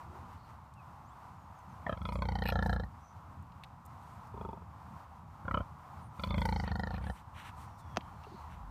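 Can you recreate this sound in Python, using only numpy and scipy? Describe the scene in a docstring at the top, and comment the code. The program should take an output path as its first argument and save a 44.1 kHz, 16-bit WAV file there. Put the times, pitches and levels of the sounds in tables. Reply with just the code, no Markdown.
"""Pigs in an open muddy paddock, with a far road humming throughout.
First come a soft sniff, a tick of wet mud and small birds, each a gliding whistle.
A hoarse bark at 1.9 s leads into a long grunt; ticks and sniffs follow, then a far grunt and a sharp one.
From 6.2 s a long grunt ends in sniffs; near 8 s come a last bird, a knock with a thud, plops and deep bass.
A grunt is a slow train of throat pulses, each ringing the throat and the chest and puffing out air."""
import sys
import numpy as np
from scipy import signal
from scipy.fft import rfft, irfft
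from scipy.io import wavfile

SR = 44100
rng = np.random.default_rng(int(sys.argv[2]) if len(sys.argv) > 2 else 0)


def gain_from_db(level_db):
    """Convert decibel levels to linear amplitude factors (20 dB per decade)."""
    decades = np.asarray(level_db, float) / 20
    return 10 ** decades


def materialize(psi):
    """Save the field psi as 16-bit PCM at rate SR to the path in sys.argv[1].

    A 1-D psi becomes a single channel; in a 2-D psi each row is a channel.
    """
    bounded = np.clip(np.atleast_2d(psi).T, -1, 1)
    quanta = np.round(bounded * 32767).astype(np.int16)
    wavfile.write(sys.argv[1], SR, quanta)


N = 384066


def in_time(rows, s):
    """Each column of a curve table, read at times s."""
    at, *columns = np.transpose(rows)
    return [np.interp(s, at, c) for c in columns]


def span(rows):
    """Sample indices covered by a curve table."""
    return np.arange(round(rows[0][0] * SR), min(round(rows[-1][0] * SR), N))


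def add(out, s, sound):
    """Mixes a short sound in at time s; a negative time counts back from the end."""
    i = round(s * SR)
    out[i:i + len(sound)] += sound[:N - i]


def drift(rate):
    """Random wander of about spread 1, with this many fresh values per second joined by lines."""
    knots = rng.standard_normal(int(N / SR * rate) + 2)
    return np.interp(np.arange(N) / SR * rate, np.arange(len(knots)), knots)


def coloured(spectrum, low_hz, high_hz):
    """Noise with the given spectrum, rms 1 between low_hz and high_hz."""
    hz = np.arange(N // 2 + 1) * SR / N + 1
    at, db = np.transpose(spectrum)
    gain = gain_from_db(np.interp(np.log(hz), np.log(at), db, left=-90, right=-90))
    bins = rfft(rng.standard_normal(N)) * gain
    inside = (hz > low_hz) & (hz < high_hz)
    return irfft(bins, N) * N / np.sqrt(2 * np.sum(abs(bins[inside]) ** 2))


def burst(length_s, decay_s):
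    """Noise that starts at once and dies away."""
    t = np.arange(int(length_s * SR)) / SR
    return rng.standard_normal(len(t)) * np.exp(-t / decay_s)


def rings(hz, width_hz, db, length_s, spread_db=0., rise_s=0.00018):
    """One pulse sets damped resonances ringing, neighbours in opposite sign; peak 1."""
    hz, width_hz, db = (np.reshape(v, (-1, 1)) for v in (hz, width_hz, db))
    t = np.arange(int(length_s * SR)) / SR
    signs = (-1) ** np.arange(len(hz))[:, None]
    sizes = gain_from_db(db + spread_db * rng.standard_normal(db.shape)) * width_hz * signs
    modes = sizes * np.exp(-np.pi * width_hz * t) * np.sin(2 * np.pi * hz * t)
    wave = np.sum(modes, axis=0) * (1 - np.exp(-t / rise_s)) ** 2
    return wave / abs(wave).max()


def excite(wave, drive):
    """Drives a ringing body with a rough push; peak 1."""
    out = signal.fftconvolve(wave, drive)
    return out / abs(out).max()


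def pulse_times(rows, per_s):
    """A pulse at the start and at every full cycle of the pulse rate; returns times and rates."""
    at = span(rows)
    rate = np.interp(at / SR, [row[0] for row in rows], per_s)
    cycles = np.cumsum(rate / SR)
    hits = np.searchsorted(cycles, np.arange(int(cycles[-1]) + 1))
    return zip(at[hits] / SR, rate[hits])


# tone colour of the far road: pitch_hz, level_db (per Hz, relative)
ROAD_COLOUR = [(30, -57), (79, 1.5), (114, -3.5), (174, -7.5), (230, -14), (400, -25), (600, -18.5),
               (800, -8.5), (1000, -6), (1300, -13), (1650, -24.5), (3300, -36.5), (9600, -44),
               (15800, -46.5)]
# traffic comes and goes: time_s, swell_db (added to the roar, a tenth of it to the rumble)
ROAD_SWELL = [(0, 3), (.4, 0), (1.7, 0.5), (3.2, -0.5), (5.3, 1), (6, 1), (7.3, 0.5), (7.8, 3), (8.2, 4.5),
              (8.71, -0.5)]
# the deep bass swells now and then: centre_s, half_width_s, level_db
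DEEP_SWELLS = [(7.8, 0.67, -63), (8.75, 0.32, -48)]


def road():
    """Far traffic: tyre roar above 300 Hz, a wavering engine rumble below, a deep throb under it. Apart from
    the traffic, the deep bass swells now and then, most strongly near the end."""
    s = np.arange(N) / SR
    swell_db, = in_time(ROAD_SWELL, s)
    above = signal.butter(3, 300, "high", fs=SR, output="sos")
    below = signal.butter(3, 300, "low", fs=SR, output="sos")
    roar = signal.sosfilt(above, coloured(ROAD_COLOUR, 615, 1620))
    roar *= gain_from_db(-56 + swell_db + 1.9 * drift(12))
    rumble = signal.sosfilt(below, coloured(ROAD_COLOUR, 70, 140))
    rumble *= gain_from_db(-55 + 0.1 * swell_db + 2.86 * drift(12))
    deep_gain = gain_from_db(-63)
    for at, width_s, db in DEEP_SWELLS:
        deep_gain = deep_gain + gain_from_db(db) * np.exp(-((s - at) / width_s) ** 2)
    deep = coloured([(30, -23), (48, -8.5), (60, -18.0), (80, -3.5)], 30, 80)   # Hz, dB per Hz
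    return roar + rumble + deep_gain * deep


# bird notes: start_s, length_s, from_hz, to_hz, level_db (before the flutter)
BIRD_NOTES = [(0.755, 0.077, 2930, 2370, -69.5), (1.028, 0.11, 4330, 8700, -76),
              (1.082, 0.06, 2700, 3600, -76), (1.36, .12, 7150, 6500, -81), (1.545, 0.079, 7000, 6050, -75),
              (1.687, 0.057, 6640, 5980, -78), (7.742, 0.43, 3670, 3030, -74.5)]


def birds():
    """Thin gliding whistles, rough when they sweep fast, blurred by the moving air between."""
    out = np.zeros(N)
    for s, length_s, from_hz, to_hz, db in BIRD_NOTES:
        size = int(length_s * SR)
        sweep_hz = to_hz - from_hz
        bend = 0.67 if sweep_hz > 0 else 0.73   # below 1: the pitch moves fastest at the start
        glide_hz = from_hz + sweep_hz * np.linspace(0, 1, size) ** bend
        glide_hz += 0.003 * sweep_hz / length_s * drift(150)[:size]
        whistle = np.sin(2 * np.pi * np.cumsum(glide_hz) / SR)
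        add(out, s, gain_from_db(db) * np.sqrt(2 * np.hanning(size)) * whistle)
    return out * gain_from_db(4.5 * drift(120) - 1)


# ticks of wet mud: time_s, peak_db, centre_hz
TICKS = [(.738, -57, 7030), (1.589, -62, 8500), (3.424, -61, 12000), (3.52, -56.5, 3000),
         (3.636, -39, 2840), (3.637, -52, 10000), (3.643, -44.5, 3180), (3.853, -52.5, 9500),
         (3.861, -48, 12500), (4.272, -59, 8590), (8.008, -42.5, 2900), (8.237, -54, 3400)]
# soft low plops; the first is the thud of the knock: time_s, peak_db, pitch_hz, width_hz
PLOPS = [(7.978, -30.5, 242, 190), (8.266, -47, 417, 48), (8.316, -46.5, 343, 48), (8.338, -46, 370, 48),
         (8.343, -43, 196, 48)]


def ticks_and_plops():
    """Mud ticks crackle round their centre pitch; each plop, and the thud of the knock, is one damped ring."""
    out = np.zeros(N)
    for s, db, hz in TICKS:
        near_hz = hz * np.array([0.6, 1, 1.5])
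        body = rings(near_hz, near_hz * 0.38, [-6, 0, -8], 0.01, rise_s=0.0001)
        add(out, s, gain_from_db(db) * excite(body, burst(0.023, 0.0036)))
    for s, db, hz, width_hz in PLOPS:
        add(out, s, gain_from_db(db) * rings(hz, width_hz, 0, 0.05, rise_s=0.003))
    return out


# the knock, a faint first strike and then the main hit: time_s, peak_db (of the ringing body)
KNOCK_PARTS = [(7.962, -34), (7.9707, -15)]
# resonances of the knocked body: pitch_hz, width_hz, level_db (relative)
KNOCK_MODES = [(229, 77, -2), (416, 180, -2), (635, 220, 6), (1170, 1050, -3), (2700, 450, -4.5),
               (4630, 1700, -15.5), (6350, 560, -15)]


def knock():
    """A faint first strike, then the main hit: each time a damped body rings under a faint burst of noise."""
    out = np.zeros(N)
    body = rings(*np.transpose(KNOCK_MODES), 0.06, rise_s=0.0001)
    for s, db in KNOCK_PARTS:
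        push = gain_from_db(-24) * burst(0.016, 0.003)
        push[0] = 1
        add(out, s, -gain_from_db(db) * excite(body, push))
        add(out, s, gain_from_db(db - 37) * burst(0.02, 0.004))
    return out


# puffs of air through a snout: start_s, length_s, mouth_level_db, nostril_level_db (before the flutter)
SNIFFS = [(0, 0.72, -81, -91), (1.838, 0.14, -65, -82), (6.3, 0.29, -78, -71), (3.936, 0.29, -76, -76),
          (6.107, 0.19, -74, -73), (6.632, 0.1, -58, -103), (6.91, 0.08, -61.5, -102),
          (6.985, 0.15, -64, -87), (7.122, 0.11, -67, -71.5), (7.329, 0.15, -56, -68),
          (7.434, 0.081, -55, -65.5), (7.548, 0.13, -69, -66), (7.77, 0.056, -77, -68),
          (8.01, 0.66, -76, -97), (8.488, 0.09, -67, -76)]
# tone colour of air in the mouth: pitch_hz, level_db (per Hz, relative)
MOUTH_AIR = [(900, 10), (2000, 7.5), (3100, 3.5), (3700, -1), (4300, -8), (5100, -51), (5700, -6),
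             (6300, -19)]
# tone colour of air in the nostrils: pitch_hz, level_db (per Hz, relative)
NOSTRIL_AIR = [(3500, 4.5), (5500, -0.5), (8500, 3.5), (12000, -1.5), (15500, -6)]


def sniffs():
    """Turbulent air in soft humps, slightly fluttering."""
    mouth, nostril = coloured(MOUTH_AIR, 1900, 4500), coloured(NOSTRIL_AIR, 5000, 15000)
    mouth_gain, nostril_gain = np.zeros((2, N))
    for s, length_s, mouth_db, nostril_db in SNIFFS:
        hump = np.sin(np.linspace(0, np.pi, int(length_s * SR))) ** 1.3
        add(mouth_gain, s, gain_from_db(mouth_db) * hump)
        add(nostril_gain, s, gain_from_db(nostril_db) * hump)
    return gain_from_db(1.5 * drift(30)) * (mouth_gain * mouth + nostril_gain * nostril)


# narrow bands of noise, mostly airy wheezes, one short pitched tick (8.228 s):
# start_s (negative counts from the end; past the end is silent), length_s, pitch_hz, width_hz, level_db (relative)
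NARROW_NOISES = [(-0.5, 0.25, 4270, 560, -76), (0.355, 0.15, 4400, 400, -81), (0, 0.32, 350, 85, -67),
                 (7, 0.19, 9300, 1600, -72.5), (6.5, 0.18, 5600, 1000, -68), (2.5, .12, 6350, 200, -78),
                 (2.11, 0.14, 7300, 250, -81), (2, .25, 9400, 300, -81), (3, .15, 6000, 150, -78),
                 (6, 0.1, 9300, 200, -79), (6.72, 0.19, 7000, 150, -83), (7.015, 0.026, 2300, 200, -68),
                 (9, 0.037, 3170, 200, -71), (7.5, 0.57, 5660, 250, -85), (8.05, 0.54, 6200, 300, -92),
                 (8, 0.59, 4200, 350, -83.5), (8.228, 0.027, 2750, 120, -66)]


def narrow_noises():
    """Noise through one narrow resonance, swelling and fading: airy wheezes and one short pitched tick."""
    out = np.zeros(N)
    for s, length_s, hz, width_hz, db in NARROW_NOISES:
        resonance = signal.iirpeak(hz, hz / width_hz, fs=SR)
        settled = signal.lfilter(*resonance, rng.standard_normal(SR))
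        noise = settled[-int(length_s * SR):]
        add(out, s, gain_from_db(db) * np.sqrt(np.hanning(len(noise)) * SR / width_hz) * noise)
    return out


# nostril whistle: time_s, pitch_hz, level_db (before a random wavering)
WHISTLE = [(6.29, 3480, -55), (6.32, 3530, -56), (6.38, 3380, -61.5), (6.43, 3400, -52)]


def nostril_whistle():
    """Air in a narrow nostril resonance: a gliding sine whose size wavers at random."""
    out = np.zeros(N)
    at = span(WHISTLE)
    hz, db = in_time(WHISTLE, at / SR)
    out[at] = gain_from_db(db) * drift(140)[at] * 2 * np.sin(2 * np.pi * np.cumsum(hz) / SR)
    return out


# a fast rasp in the nose on top of a grunt, one list a rasp: time_s, pulses_per_s, peak_db
RASPS = [
    [(2.44, 76, -40), (2.471, 98, -31), (2.5, 58, -29), (2.524, 46, -49)],
    [(6.918, 51, -54), (6.953, 79, -47), (6.985, 70, -56)],
]
# resonances of the rasping nose: pitch_hz, width_hz, level_db (relative)
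RASP_MODES = [(2475, 280, -3), (2870, 57, -7.5), (3300, 220, -18), (4130, 310, -12), (5260, 310, -23),
              (8300, 1000, -29), (12600, 2300, -17)]


def nose_rasps():
    """A fast, uneven train of noisy pulses, each ringing the nose."""
    out = np.zeros(N)
    for rasp in RASPS:
        for s, _ in pulse_times(rasp, np.transpose(rasp)[1]):
            body = rings(*np.transpose(RASP_MODES), 0.02, spread_db=3.0)
            peak_db = in_time(rasp, s)[1]
            uneven_s = 0.00163 * rng.standard_normal()
            add(out, s + uneven_s, gain_from_db(peak_db) * excite(body, burst(0.026, 0.0036)))
    return out


# chest resonances of a grunt, a low boom and a buzz above it: pitch_hz, width_hz, level_db (relative)
BOOM = [(60.1, 17.4, 1.5), (80, 86, -4.5)]
BUZZ = [(202, 44, 9), (149, 45, 3), (121, 37, -3)]
# chest resonances of a short bark, a thump and a growl: pitch_hz, width_hz, level_db (relative)
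THUMP = [(82, 58, 0)]
GROWL = [(306, 115, -24), (151, 86, -1)]


def chest_rings(barks):
    """Low and high chest ring, dulled above 290 Hz, each with its lead: the chest swells before the snap."""
    chests = ((THUMP, 0.0047), (GROWL, 0.0033)) if barks else ((BOOM, 0.0089), (BUZZ, 0.0044))   # lead, s
    dull = signal.butter(4, 290, fs=SR)
    return [(signal.lfilter(*dull, rings(*np.transpose(modes), 0.11, rise_s=0.0005)), lead_s)
            for modes, lead_s in chests]


# each pig's throat, one line a mouth shape from open to shut: eleven pitch_hz, then eleven level_db (relative)
THROATS = { "near": ([(562, 1320, 1026, 1760, 2120, 2394, 2900, 3360, 4030, 4450, 5400),
           (590, 1072, 866, 1550, 2180, 2550, 3330, 3680, 4180, 4560, 5780),
           (485, 800, 975, 1466, 1940, 2160, 3034, 3800, 4370, 4820, 5600),
           (515, 735, 890, 1374, 1686, 1630, 3120, 3660, 4140, 5050, 5650)],
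           [(-2, -1.5, 1.5, -51, -10, -8, -17, -5.5, -18, -14, -24),
           (5.5, 5, -4.5, -6, -1, -15, -15, -24, -15, -22, -35),
           (-5.5, 4.5, -4, -6.5, -3.5, -8, -9.5, -18, -6, -19, -20.5),
           (-2, -0.5, -6.5, -4.5, 1, -8.5, -17.5, -24, -13.5, -27, -31)]),
           "hoarse": ([(655, 730, 950, 1200, 1900, 2000, 3500, 4100, 6200, 4300, 5670),
           (670, 700, 1050, 1280, 1630, 2620, 3060, 3800, 4500, 5190, 5670)],
           [(4.5, -28, -2, -6, 1, -7, -30, -49, -58, -61, -55),
           (4.5, 7.5, -18, -9.5, -10.5, -26, -15, -21, -48, -61, -55)]),
           "far": ([(376, 666, 910, 1244, 5100, 2500, 2500, 3400, 4200, 4520, 5430)],
           [(-6, -17.5, -6.5, -12.5, -47, -29.5, -43, -31.5, -60, -55, -56)]),
           "sharp": ([(555, 770, 1033, 1380, 1620, 2230, 2960, 3370, 4200, 3400, 5680),
           (557, 560, 1010, 1225, 2450, 2520, 3080, 4000, 4130, 5200, 5613)],
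           [(2, -5, 0.5, 1.9, -3, -15, -12, -20, -35, -40, -44),
           (-9.5, -19, -5, 4, -37, -22, -12.5, -46, -58, -43, -68)]), }
# where those lines lie on the scale of mouth shapes: shape (0 open, 2 shut; no unit)
SHAPES_AT = (0, 1, 1.5, 2)
# how broad the eleven throat resonances are: width_hz
THROAT_WIDTH_HZ = [120, 90, 55, 95, 130, 130, 110, 160, 240, 130, 120]
# side chambers of the nose swallow these bands: pitch_hz, width_hz
NOSE_DIPS = [(2760, 370), (335, 86)]


def throat_ring(pig, mouth, snap_db, barks):
    """Ring of the throat for one pulse; the upper resonances change most from pulse to pulse."""
    hz, db = ([np.interp(mouth, SHAPES_AT[:len(c)], c) for c in np.transpose(shapes)]
              for shapes in THROATS[pig])
    height = np.log2(np.maximum(np.divide(hz, 1800), 1))   # octaves above 1800 Hz
    hz = hz * (1 + (0.007 + 0.012 * height) * rng.standard_normal(len(hz)))
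    # weak pulses are duller: dB an octave above 1 kHz for each dB below full effort
    dull_db, full_effort_db = 0.36, -30
    db = db + dull_db * min(snap_db - full_effort_db, 0) * np.log2(np.maximum(hz / 1000, 1))
    spread_db = 1.3 + 1.5 * barks + 1.6 * height[:, None]
    throat = rings(hz, THROAT_WIDTH_HZ, db, 0.04, spread_db=spread_db, rise_s=0.0009)
    for dip_hz, width_hz in NOSE_DIPS:
        throat = signal.lfilter(*signal.iirnotch(dip_hz, dip_hz / width_hz, fs=SR), throat)
    return throat


def fold_snap(rate, barks):
    """The folds slap shut in two ragged steps; dull air leaks until the next pulse."""
    leak = burst(0.05, 0.012 if barks else 0.02)[:int(SR / rate)]
    drive = signal.lfilter([gain_from_db(-43 + 4 * barks)], [1, -0.7], leak)
    add(drive, 0, gain_from_db(-24) * burst(0.015, 0.004))   # ragged edges
    drive[0] = 1
    second_s = 0.0022 + 0.00008 * rng.standard_normal()
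    drive[int(second_s * SR)] = rng.uniform(0.25, 0.55)
    return drive


def hiss_puff(rate, mouth):
    """Loudness shape of one puff; an open mouth hisses on between pulses."""
    t = np.arange(SR // 20) / SR
    lasting = 0.1 + 0.4 * max(1 - mouth / 1.6, 0)
    puff = (np.exp(-t / 0.005) + lasting) * (1 - np.exp(-t / 0.002))
    return puff[:int(SR / rate)]


# one list a grunt: time_s, snap_db (effort, relative), boom_db (chest, relative), mouth shape (0 open, 2 shut)
GRUNTS = [
    [(1.865, -24.5, -39.5, 0.2), (1.9, -23.5, -41, 0.88), (1.935, -30, -32, 0.83)],
    [(1.973, -39.5, -47, 0.0064), (2.025, -37, -42, 0.0038)],
    [(2.053, -29, -43, 0.031), (2.152, -33, -36, 0.56), (2.251, -29, -35.5, 1.31),
     (2.35, -30.5, -35.5, 1.52), (2.449, -25.5, -37, 1.78), (2.548, -23.5, -35.5, 2.01),
     (2.647, -24, -32.5, 1.93), (2.746, -26.5, -36, 2.34), (2.845, -37, -38.5, 1.66)],
    [(4.341, -40, -49, 0), (4.437, -32, -46, 0), (4.533, -34.5, -50, 0), (4.629, -47, -66, 0)],
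    [(5.452, -41.5, -41, 0), (5.482, -27, -39, 0), (5.515, -25.5, -34.5, 0.43), (5.56, -19.5, -31.5, 0.74),
     (5.614, -33.5, -35.5, 0.25)],
    [(6.195, -34, -43.5, 0), (6.236, -26.5, -44, 0.048), (6.283, -32.5, -36, 0.38),
     (6.372, -25.5, -31.5, 1.17), (6.46, -24.5, -34.5, 1.35), (6.548, -27, -35.5, 1.37),
     (6.636, -29, -37, 1.61), (6.724, -29, -36.5, 1.72), (6.813, -27, -40, 1.71),
     (6.901, -31.5, -39.5, 1.83), (6.989, -38, -39, 1.8)],
    [(7.012, -43, -41, 2), (7.05, -36.5, -40, 1.2)],
    [(7.067, -37, -38, 3.1), (7.108, -28.5, -39, 1.35)],
]
# pulse rate at each row of those lists: pulses_per_s
PACE = [(36.32, 32.28, 30.23), (23.3, 23.3),
        (27.93, 30.69, 30.38, 29.71, 29.62, 29.74, 28.22, 30.08, 25.19), (30.32, 25.95, 23.74, 20.33),
        (36.71, 33.69, 31.55, 32.88, 31.27),
        (23.08, 26.1, 29.57, 26.16, 28.4, 27.49, 25.36, 25.56, 24.95, 29.45, 24.81), (36, 36),
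        (32.18, 32.2)]
# who grunts each time: name of the pig (no unit)
CALLERS = ["hoarse", "near", "near", "far", "sharp", "near", "near", "near"]
# habits of each pig: buzz_db and air_db (both against the effort), barks (true or false)
HABITS = {"near": (-10.5, -32, False), "hoarse": (-8.5, -45, True), "far": (-13, -49, False),
          "sharp": (-8.5, -48, True)}
# stretches where alternate pulses go weak and strong: centre_s, half_width_s, swing_db (each way)
UNEVEN = [(2.28, .15, 4), (6.27, 0.051, 3)]
# tone colour of the hiss inside a grunt: pitch_hz, level_db (per Hz, relative)
GRUNT_AIR = [(4500, 4.5), (6200, 0.5), (7400, -3.5), (8300, -2), (9400, -1), (10600, -4), (13500, -5),
             (15600, -2)]


def grunts():
    """Each pulse: a double snap and leaking air through the throat, two chest rings, and a puff of hiss."""
    out, puffs = np.zeros(N), np.zeros(N)
    buzz_from_snap = 0.55   # share of the buzz level that follows the snap; the rest follows the boom
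    for rows, per_s, pig in zip(GRUNTS, PACE, CALLERS):
        buzz_over_db, air_over_db, barks = HABITS[pig]
        chests = chest_rings(barks)
        for k, (s, rate) in enumerate(pulse_times(rows, per_s)):
            snap_db, boom_db, mouth = in_time(rows, s)
            buzz_db = buzz_over_db + buzz_from_snap * snap_db + (1 - buzz_from_snap) * boom_db
            air_db = snap_db + air_over_db
            swing_db = sum(db * max(1 - ((s - at) / half_s) ** 4, 0) for at, half_s, db in UNEVEN)
            snap_db -= (-1) ** k * swing_db
            throat = throat_ring(pig, mouth, snap_db, barks)
            voice = excite(throat, fold_snap(rate, barks))
            add(out, s, gain_from_db(snap_db + 1.5 + rng.standard_normal()) * voice)
            for (chest, lead_s), db in zip(chests, (boom_db, buzz_db)):
                rms = np.sqrt(np.sum(chest ** 2) * rate / SR)   # power = energy times rate
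                add(out, s - lead_s, gain_from_db(db + 1.9 * rng.standard_normal()) * chest / rms)
            add(puffs, s, gain_from_db(air_db + 3.5 * rng.standard_normal()) * hiss_puff(rate, mouth))
    grain = gain_from_db(6 * drift(250) - 5)   # the hiss is grainy
    return out + puffs * grain * coloured(GRUNT_AIR, 5800, 12800)


def scene():
    """Pigs near, road and birds far; the open field gives nothing back."""
    background = road() + birds() + ticks_and_plops() + knock()
    pigs_and_air = sniffs() + narrow_noises() + nostril_whistle() + nose_rasps() + grunts()
    return (background + pigs_and_air)[None]


def low_pass(x):
    """Removes everything above the highest recorded frequency."""
    return signal.sosfilt(signal.butter(12, 16040, fs=SR, output="sos"), x)


def record(dry):
    """The microphone drops the deep bass and the extreme top, dips at its port, and rounds the peaks."""
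    x = signal.sosfilt(signal.butter(6, 45, "high", fs=SR, output="sos"), dry)
    port = signal.lfilter(*signal.iirpeak(10400, 9, fs=SR), x)
    x = x - 0.28 * port
    rounded = 0.15 * np.tanh(x / 0.16)
    top_cut = signal.cheby2(12, 60, 16300, fs=SR, output="sos")   # 60 dB down from 16300 Hz up
    return low_pass(signal.sosfilt(top_cut, rounded))


dry = scene()
out = record(dry)
materialize(out)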